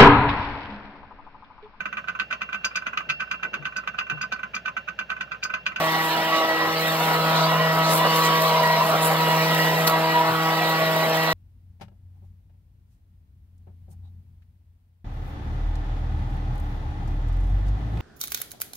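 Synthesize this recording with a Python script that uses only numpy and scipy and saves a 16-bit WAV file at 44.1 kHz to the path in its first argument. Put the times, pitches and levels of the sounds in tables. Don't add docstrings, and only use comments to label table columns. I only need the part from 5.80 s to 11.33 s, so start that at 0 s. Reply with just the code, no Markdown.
import sys
import numpy as np
from scipy import signal
from scipy.fft import rfft, irfft, next_fast_len
from scipy.io import wavfile
from scipy.ndimage import uniform_filter1d, map_coordinates

SR = 44100
rng = np.random.default_rng(int(sys.argv[2]) if len(sys.argv) > 2 else 0)


def pcm_store(signal):
    levels = np.round(np.clip(np.atleast_2d(signal), -1, 1) * 32767)
    wavfile.write(sys.argv[1], SR, levels.astype(np.int16).T)


N = 243873
TIME = np.arange(N) / SR
BIN_HZ = np.maximum(np.arange(N // 2 + 1) * SR / N, 1)

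# (time [s], shaft rate [Hz])
SHAFT_SPEED = [(0, 160.7), (0.5, 161.6), (0.8, 161), (1.8, 160.6), (2.05, 161.4), (2.65, 161.1),
               (3.0, 159.8), (3.35, 160.8), (3.58, 160.2), (4.22, 161.6), (4.9, 161.3), (5.1, 160.8),
               (5.53, 160.9)]
# (time [s], level [dB])
FIRING_NOTE = [(0.02, -33.5), (0.55, -41), (0.58, -49), (1.01, -34), (1.59, -26), (3.06, -31),
               (3.56, -26.5), (4.05, -26.5), (4.13, -31), (5.48, -30.5)]
# (multiple [x shaft rate], resting level [dB])
DRONE = [(2, -39), (3, -34.5), (4, -33.5), (5, -36.5), (6, -33.5), (7, -36.5), (8, -38.5), (9, -52)]
# (multiple [x shaft rate], level [dB])
RASP = [(10, -44.5), (11, -41), (13, -44), (14, -52), (15, -51), (16, -47), (17, -44), (19, -47.5),
        (20, -53), (21, -52), (23, -53)]
# (start [s], end [s], multiple [x shaft rate], held level [dB])
PARTIAL_SWELLS = [(0.106, .5, 2, -37.5), (0.528, 0.922, 2, -34), (1.762, 1.92, 2, -59),
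                  (1.95, 2.55, 2, -37.5), (3.08, 3.5, 2, -39), (2.615, 3.05, 2, -47.5),
                  (4.12, 4.877, 2, -35.5), (-.1, 0.073, 4, -28), (0.105, 0.31, 4, -49),
                  (0.367, 0.713, 4, -30), (0.764, 0.942, 4, -53), (1.59, 2.255, 4, -29.5),
                  (2.604, 3.117, 4, -28), (3.32, 3.468, 4, -51), (3.49, 3.715, 4, -30),
                  (3.967, 4.507, 4, -29), (4.974, 5.403, 4, -27.5), (0.098, .47, 6, -29.5),
                  (0.762, 1.137, 6, -43), (1.186, 1.35, 6, -27.5), (1.72, 1.9, 6, -40),
                  (1.928, 2.614, 6, -27), (2.697, 3.037, 6, -22.5), (3.215, 3.31, 6, -25),
                  (3.396, 3.56, 6, -24), (3.965, 4.056, 6, -39), (4.12, 4.17, 6, -21.5),
                  (4.22, 4.3, 6, -24.5), (4.338, 4.43, 6, -19), (4.463, 4.533, 6, -27),
                  (4.55, 4.62, 6, -46), (4.647, 4.96, 6, -30.5), (4.98, 5.067, 6, -45),
                  (-.1, 0.255, 7, -30.5), (0.297, .45, 7, -50), (0.508, 0.642, 7, -23.5),
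                  (1.185, 1.42, 7, -55), (2.278, 2.702, 7, -25.5), (3.664, 4.052, 7, -55),
                  (4.07, 4.15, 7, -31), (4.453, 4.708, 7, -31.5), (4.91, 5.25, 7, -31.5),
                  (.52, 1.0, 8, -33.5), (1.27, 1.785, 8, -31), (1.924, 2.14, 8, -27.5), (2.55, 3.1, 8, -52),
                  (4.035, 4.14, 8, -29.5), (4.432, 4.94, 8, -34.5), (4.984, 5.33, 8, -56),
                  (.12, .48, 8, -43), (3.15, 3.798, 8, -34), (3.87, 3.992, 8, -45), (4.22, 4.39, 8, -50),
                  (-.1, 0.632, 3, -40), (4.01, 4.45, 3, -32.5), (1.144, 1.45, 4, -38),
                  (1.413, 1.66, 6, -29.5), (1.95, 2.127, 7, -32.5), (4.27, 4.42, 7, -55),
                  (0.138, 0.254, 5, -32.5), (1.21, 1.343, 5, -31), (2.33, 2.64, 5, -42),
                  (2.68, 2.8, 5, -34), (3.05, 3.36, 5, -35.5), (4.6, 4.797, 5, -31.5), (4.97, 5.27, 5, -39),
                  (5.315, 5.456, 5, -33), (1.195, 1.657, 9, -34), (1.7, 2.05, 9, -37),
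                  (4.47, 4.654, 9, -35), (4.9, 5.126, 9, -38), (.13, 0.388, 18, -39),
                  (0.478, 0.66, 18, -36), (4.25, 4.416, 18, -40), (0.864, 1.0, 18, -41),
                  (1.64, 1.855, 18, -36), (2.18, 2.347, 18, -34), (2.7, 3.03, 18, -37),
                  (3.41, 3.897, 18, -36)]

# (start [s], end [s], held level [dB])
WHINE_SWELLS = [(0.047, 0.294, -28.5), (0.366, 0.902, -28), (1.013, 1.122, -29.5), (1.697, 2.052, -29),
                (2.2, 2.67, -30.5), (2.836, 2.954, -27), (3.493, 3.787, -28.5), (3.786, 3.916, -27),
                (3.966, 4.18, -29), (4.284, 4.38, -28.5), (4.78, 5.246, -30), (5.373, 5.6, -28.5)]
# (start [s], end [s])
WHINE_DIPS = [(.3, .37), (.5, .52), (.565, .62), (.66, .68), (.885, .91), (.96, 1.01), (1.15, 1.24),
              (1.37, 1.45), (1.61, 1.68), (1.76, 1.79), (1.97, 2.0), (2.13, 2.19), (2.275, 2.295),
              (2.36, 2.42), (2.5, 2.54), (2.68, 2.705), (2.75, 2.81), (2.98, 3.01), (3.11, 3.16),
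              (3.55, 3.575), (3.635, 3.66), (4.025, 4.045), (4.09, 4.11), (4.195, 4.24), (4.4, 4.42),
              (4.5, 4.55), (5.29, 5.31)]
# (multiple [x shaft rate], level [dB])
FAN_TONES = [(24, -51), (25, -51)]
BLADES, SHRILL_ORDER = 12, 18

# (time [s], level before trim [dB])
ROAR_RIDE = [(0.05, -25), (.8, -25), (1.05, -27), (1.3, -24), (1.81, -24), (2.5, -23.5), (2.94, -23.5),
             (3.36, -24.5), (3.8, -24.5), (4.31, -24), (4.67, -27.5), (5.24, -23.5), (5.45, -26)]
RUSH_RIDE = [(0.05, -33.5), (0.5, -32), (0.7, -34), (1.61, -32), (1.99, -34), (2.32, -29.5), (3.16, -32.5),
             (3.69, -30.5), (3.93, -31.5), (4.07, -34), (4.35, -34), (4.6, -33.5), (5.09, -33), (5.45, -33)]
HISS_RIDE = [(0.02, -39), (0.87, -44), (1.04, -37), (1.28, -38), (1.97, -42), (2.35, -37), (3.04, -39),
             (3.96, -35.5), (4.22, -41.5), (5.22, -39), (5.48, -40)]
ROAR_TRIM_DB, RUSH_TRIM_DB, HISS_TRIM_DB = -2.2, 2.8, 3
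# (frequency [Hz], relative level [dB])
ROAR_EQ = [(25, -39), (60, -27.5), (140, -11), (200, -4.5), (310, -8.5), (430, -2), (670, 4), (900, 0.5),
           (1300, 1.5), (1700, -10.5), (2600, -58), (6000, -77)]
RUSH_EQ = [(80, -55), (600, -75), (1500, 6.5), (2200, 8.5), (3100, 5.5), (4100, 4), (5100, 0), (5750, 0.5),
           (6800, -22), (10000, -32), (16000, -11.5)]
HISS_EQ = [(100, -59), (2000, -1), (5000, -19), (7200, 6), (10000, 1), (11000, 5), (13000, 5.5),
           (15000, 2.5), (16000, 2)]
SWISH_EQ = [(100, -50), (1500, -18), (2500, -8), (4500, 0), (5600, -4), (7000, -7), (16000, -25)]
LEAF_EQ = [(1000, -33), (3000, -40), (6000, -3), (7200, 9), (10500, 7.5), (13000, 5.5), (16000, 4)]
SNAP_EQ = [(100, -50), (600, -10), (1400, 3), (2300, -1), (4300, 5.5), (6500, -4), (10000, 1), (13500, 1),
           (16000, -1)]
# (start [s], end [s], centre [Hz], change [dB])
ROAR_BANDS = [(-.1, .6, 510, -9), (.29, .47, 1130, -7), (.82, 1.04, 720, -8), (.95, 1.12, 1000, -5),
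              (2.08, 2.42, 520, 4.5), (2.35, 2.65, 870, -6), (2.7, 3.03, 330, -10), (3.63, 4.05, 1180, -8),
              (4.2, 4.68, 560, -12), (4.44, 4.65, 1330, 5), (4.8, 4.98, 540, 5), (4.9, 5.13, 1000, -10),
              (4.97, 5.2, 390, 5), (5.1, 5.32, 1220, -6)]
# (start [s], end [s], held level [dB])
HOOTS = [(0.778, 0.903, -29.5), (1.5, 1.866, -28), (2.12, 2.3, -29), (2.327, 2.7, -31), (2.734, 3.074, -27),
         (3.402, 3.57, -34), (3.653, 3.98, -30.5)]
# (start [s], end [s], start pitch [Hz], end pitch [Hz], level [dB])
WHISTLES = [(0.29, 0.347, 4000, 4160, -33.5), (0.55, 0.616, 3770, 3900, -32), (.74, .82, 3750, 3750, -44),
            (0.95, 0.998, 4300, 4750, -34), (1.0, 1.032, 4100, 3970, -31.5),
            (1.055, 1.115, 3800, 3630, -31.5), (1.3, 1.52, 4200, 4180, -41), (1.555, 1.61, 4070, 3780, -29),
            (1.62, 1.65, 3750, 3900, -29), (1.63, 1.672, 4450, 4700, -31), (2.03, 2.067, 4000, 4150, -30),
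            (2.45, 2.55, 3200, 2950, -33), (2.64, 2.702, 3700, 4500, -33), (2.83, 2.88, 4150, 3940, -39),
            (2.913, 2.996, 4120, 3920, -32.5), (3.69, 3.77, 4050, 3480, -40), (4.3, 4.411, 4300, 3580, -39),
            (4.828, 4.92, 4000, 3930, -34), (5.029, 5.087, 3900, 3850, -33),
            (5.469, 5.533, 4100, 3880, -32)]
# (middle [s], bell width [s], pitch [Hz], level [dB])
BUFFETS = [(.85, .08, 99, -50), (1.799, 0.0078, 1030, -22), (1.97, .03, 108, -50), (2.21, 0.024, 1024, -29),
           (2.932, 0.0054, 653, -22), (2.981, 0.0089, 650, -18), (3.05, 0.027, 200, -35),
           (3.094, 0.03, 663, -26.5), (3.15, 0.0064, 700, -21), (3.225, 0.0064, 754, -25),
           (3.314, .012, 798, -21.5), (4.46, 0.0083, 794, -26), (4.53, .03, 125, -40),
           (4.832, 0.018, 716, -24.5)]

# (middle [s], bell width [s], level [dB])
SWISHES = [(0.567, 0.028, -35), (1.605, 0.049, -34), (2.096, 0.041, -30.5), (2.35, 0.054, -34),
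           (2.462, 0.018, -32)]
# (middle [s], half length [s], level [dB], nominal ring [Hz])
SCURRIES = [(0.255, 0.018, -37, 10000), (1.266, 0.04, -37, 10600), (2.142, 0.035, -25, 10400),
            (2.375, 0.034, -30.5, 11700), (2.454, 0.019, -30.5, 6400), (2.628, 0.02, -34, 13000),
            (3.083, 0.028, -33.5, 11100), (3.253, 0.03, -24, 10100), (3.65, .03, -41, 9000),
            (3.841, 0.054, -38, 12500), (4.09, 0.028, -33, 12500)]
SCURRY_RISE = (0.96, 1.07)
# (time [s], decay [s], level [dB])
SNAPS = [(2.114, 0.0022, -22), (2.135, .0012, -16), (2.161, .002, -20), (2.177, 0.0062, -21),
         (2.36, 0.0033, -19), (2.452, .004, -23), (2.619, .004, -23), (0.247, .002, -27),
         (3.072, .002, -29), (3.2245, .003, -27), (3.748, .0025, -20), (3.802, .002, -24),
         (3.845, .002, -28), (3.887, .002, -32), (4.069, .008, -21), (4.073, .006, -19),
         (4.0765, 0.0062, -18.5), (4.097, .003, -22), (4.122, .002, -34)]
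# (pitch [Hz], decay [s], level [dB])
KNOCK_MODES = [(330, .012, -28), (980, .016, -22), (1385, .018, -19), (1460, .01, -26), (3700, .006, -24),
               (4300, .008, -15.5), (5450, .006, -22)]

# (frequency [Hz], likeness [0-1], left lead [rad], left - right [dB])
PORTS = [(60.0, 0.88, -0.03, 0.15), (250.0, 0.98, -0.37, 0.21), (700.0, 0.93, -0.41, 0.6),
         (1200.0, 0.48, -0.75, -0.19), (1900.0, 0.65, -1.67, -0.64), (3000.0, 0.43, -0.61, -2.95),
         (4200.0, 0.38, 1.03, -4.33), (5500.0, 0.75, 3.2, -1.28), (7700.0, 0.46, 2.04, -0.75),
         (9800.0, 0.85, 3.17, -0.93), (11500.0, 0.69, 4.53, 0.17), (13500.0, 0.98, 6.25, -0.1),
         (15500.0, 0.81, 6.62, 0.12)]


def engine(crank):
    note_db = curves(FIRING_NOTE)[0]
    note = undb(note_db) * partial(crank, order=1, scatter=.071, rate=7.2)
    body = sum(partial_gain(k, db) * partial(crank, k, scatter=.017 * k, rate=11) for k, db in DRONE)
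    rasp = sum(undb(db) * partial(crank, k, scatter=.065 * k, rate=8) for k, db in RASP)
    nearness = undb(.1 * (note_db - np.mean(note_db)))
    roughness = walk(70)
    return note + body * (1 + .08 * roughness) + nearness * rasp * (1 + .16 * roughness)


def shaft():
    hz = curves(SHAFT_SPEED)[0] * (1 + .001 * walk(12.8) + .0016 * walk(40.3))
    return 2 * np.pi * np.cumsum(hz) / SR


def partial(crank, order, scatter, rate):
    likeness, lead, pan_db = at_hz(PORTS, order * np.mean(np.array(SHAFT_SPEED)[:, 1]))
    sides = np.array([[1], [-1]])
    shared, apart = complex_walk(rate), complex_walk(rate)
    shimmer = 1 + scatter * (shared + sides * apart * np.sqrt(np.clip(1 - likeness, 0, 1)))
    lag = 2 * np.pi * rng.random() + .1 * order * walk(1.5)
    tone = np.exp(1j * (order * crank - lag + sides * lead / 2))
    return unit(np.real(shimmer * tone) * undb(sides * pan_db / 2))


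def partial_gain(order, rest_db):
    swells = [(start, end, db) for start, end, k, db in PARTIAL_SWELLS if k == order]
    return swelling(rest_db + 1.5 * walk(5), swells, ramp_s=.033)


def fan(crank):
    swell = swelling(rest_db=-35, swells=WHINE_SWELLS, ramp_s=.016)
    duck_db = -13 * sum(held(start, end, ramp_s=.022) for start, end in WHINE_DIPS)
    pan_db = walk(2.4)
    sway = undb(np.array([pan_db, -pan_db]) / 2)
    whine = partial(crank, BLADES, scatter=.2, rate=24) * (1 + .25 * walk(90))
    shrill = partial_gain(SHRILL_ORDER, rest_db=-46) * partial(crank, SHRILL_ORDER, scatter=.6, rate=34)
    sheen = sum(undb(db) * partial(crank, k, scatter=1.1, rate=22) for k, db in FAN_TONES)
    return swell * undb(duck_db) * sway * whine + shrill + sheen


def tube_roar():
    roar = reflections(at_ports(noise(), ROAR_EQ), depth_db=1.8)
    spectrum = rfft(roar)
    for start, end, hz, db in ROAR_BANDS:
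        band = irfft(spectrum * resonance(hz, half_width_hz=.11 * hz), N)
        roar = roar + (undb(db) - 1) * held(start, end, ramp_s=.16) * band
    churn_db = 1.55 * walk(32)
    return undb(curves(ROAR_RIDE)[0] + ROAR_TRIM_DB + churn_db) * roar


def tube_hoot():
    peak_eq = np.column_stack([BIN_HZ, 20 * np.log10(resonance(hz=1012, half_width_hz=22))])
    ring = signal.hilbert(at_ports(noise(), peak_eq), next_fast_len(N))[:, :N]
    drift = oscillator(hz=12 * walk(2.99))
    return swelling(rest_db=-46, swells=HOOTS, ramp_s=.051) * np.real(ring * drift)


def nozzle_rush():
    vortices = at_ports(sum(lip_flutter() for _ in range(3)), RUSH_EQ)
    jet = ground_echo(reflections(at_ports(noise(), RUSH_EQ), depth_db=2.8))
    return undb(curves(RUSH_RIDE)[0] + RUSH_TRIM_DB) * (jet + undb(-12) * vortices)


def lip_flutter():
    carrier = oscillator(hz=3900 * np.exp(.11 * walk(5)))
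    breath = np.array([complex_walk(220) for _ in range(2)])
    fits = np.clip(walk(20), 0, 1.5)
    return np.real(carrier * breath) * fits


def lip_whistles():
    breath = np.array([complex_walk(270) for _ in range(2)])
    tones = 0
    for start, end, from_hz, to_hz, db in WHISTLES:
        glide_hz = np.interp(TIME, [start, end], [from_hz, to_hz])
        tones = tones + undb(db) * held(start, end, ramp_s=.03) * oscillator(glide_hz)
    return np.real(tones * breath)


def buffets():
    roughness = 1 + .4 * complex_walk(45)
    puffs = sum(undb(db) * bell(s, width) * np.exp(2j * np.pi * hz * TIME)
                for s, width, hz, db in BUFFETS)
    return np.real(roughness * puffs)


def paving_hiss():
    grit = grains(per_s=450, spread_db=3.8, ring_s=.0008)
    gusts_db = 1.1 * walk(16)
    spray = at_ports(noise() + undb(-5) * grit, HISS_EQ)
    sweeps = sum(undb(db) * bell(s, width) for s, width, db in SWISHES)
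    swishes = sweeps * at_ports(noise(), SWISH_EQ)
    return undb(curves(HISS_RIDE)[0] + HISS_TRIM_DB + gusts_db) * spray + swishes


def leaves():
    crackle = rfft(at_ports(grains(per_s=6500, spread_db=2.6, ring_s=.00008), LEAF_EQ))
    scurries = 0
    for s, half, db, hz in SCURRIES:
        boosts = (1 + 2 * resonance(hz * ratio, half_width_hz=1100) for ratio in SCURRY_RISE)
        dull, bright = (unit(irfft(crackle * boost, N)) for boost in boosts)
        crossfade = np.clip(.5 + (TIME - s) / (2 * half), 0, 1)
        burst = held(s - .95 * half, s + 1.1 * half, ramp_s=2 * half)
        scurries = scurries + undb(db) * burst * (dull + crossfade * (bright - dull))
    return scurries


def debris_snaps():
    strikes = sum(undb(db) * (TIME >= s) * np.exp(-np.clip((TIME - s) / decay, 0, 20))
                  for s, decay, db in SNAPS)
    return strikes * at_ports(noise(), SNAP_EQ)


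def debris_knock(at_s=4.072, attack_s=.005):
    age = np.maximum(TIME - at_s, 0)
    attack = 1 - np.exp(-(age / attack_s) ** 2)
    return attack * sum(undb(db) * np.exp(-np.minimum(age / decay, 20)) * np.sin(2 * np.pi * hz * age)
                        for hz, decay, db in KNOCK_MODES)


def ground_echo(x):
    delay_s = .0013 * np.exp(.16 * walk(3.5))
    echo = np.array([map_coordinates(port, [(TIME - delay_s) * SR], mode="mirror") for port in x])
    aim = np.clip(walk(9), -1, 1)
    return unit(x + undb(-8) * aim * echo)


def reflections(x, depth_db):
    cells = signal.stft(x, nperseg=512)[2]
    patches = rng.standard_normal(cells.shape) + rng.standard_normal(cells.shape[1:])
    for _ in range(2):
        patches = uniform_filter1d(uniform_filter1d(patches, size=2, axis=1), size=7, axis=2)
    return unit(signal.istft(cells * undb(depth_db * unit(patches)))[1][:, :N])


def at_ports(pair, eq):
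    likeness, lead, pan_db = at_hz(PORTS, BIN_HZ)
    likeness = np.clip(likeness, 0, .995)
    mid, side = rfft(pair) * undb(at_hz(eq, BIN_HZ)[0])
    mid, side = mid * np.sqrt(1 + likeness), side * np.sqrt(1 - likeness)
    left = (mid + side) * undb(pan_db / 2) * np.exp(1j * lead)
    right = (mid - side) * undb(-pan_db / 2)
    return unit(irfft(np.array([left, right]), N))


def grains(per_s, spread_db, ring_s):
    hits = (rng.random(N) < per_s / SR) * undb(spread_db * np.minimum(rng.exponential(size=N), 4))
    power = signal.lfilter([1], [1, -np.exp(-1 / (ring_s * SR))], hits ** 2)
    return unit(np.sqrt(power) * noise())


def noise():
    return rng.standard_normal((2, N))


def walk(rate):
    size = next_fast_len(N)
    hz = np.arange(1, 4096) * SR / size
    chance = rng.standard_normal(len(hz)) + 1j * rng.standard_normal(len(hz))
    return unit(irfft(np.append(0, chance * np.exp(-(hz / rate) ** 2)), size)[:N])


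def complex_walk(rate):
    return walk(rate) + 1j * walk(rate)


def oscillator(hz):
    return np.exp(2j * np.pi * np.cumsum(hz) / SR)


def resonance(hz, half_width_hz):
    return 1 / (1 + ((BIN_HZ - hz) / half_width_hz) ** 2)


def swelling(rest_db, swells, ramp_s):
    db = rest_db
    for start, end, held_db in swells:
        db = db + (held_db - db) * held(start, end, ramp_s)
    return undb(db)


def held(start, end, ramp_s):
    return np.clip(.5 + np.minimum(TIME - start, end - TIME) / ramp_s, 0, 1)


def bell(s, width_s):
    return np.exp(-.5 * np.minimum(((TIME - s) / width_s) ** 2, 100))


def curves(table):
    s, *columns = np.transpose(table)
    return [np.interp(TIME, s, c) for c in columns]


def at_hz(table, hz):
    f, *columns = np.transpose(table)
    return [np.interp(np.log(hz), np.log(f), c) for c in columns]


def undb(db):
    return 10 ** (np.asarray(db) / 20)


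def unit(x):
    return x / np.sqrt(np.mean(x ** 2))


def scene():
    crank = shaft()
    machine = engine(crank) + fan(crank)
    air = tube_roar() + tube_hoot() + nozzle_rush() + lip_whistles() + buffets()
    ground = paving_hiss() + leaves() + debris_snaps() + debris_knock()
    return machine + air + ground


def record(dry):
    return signal.sosfilt(signal.ellip(12, .1, 80, 15720, fs=SR, output="sos"), dry)


dry = scene()
out = record(dry)
pcm_store(out)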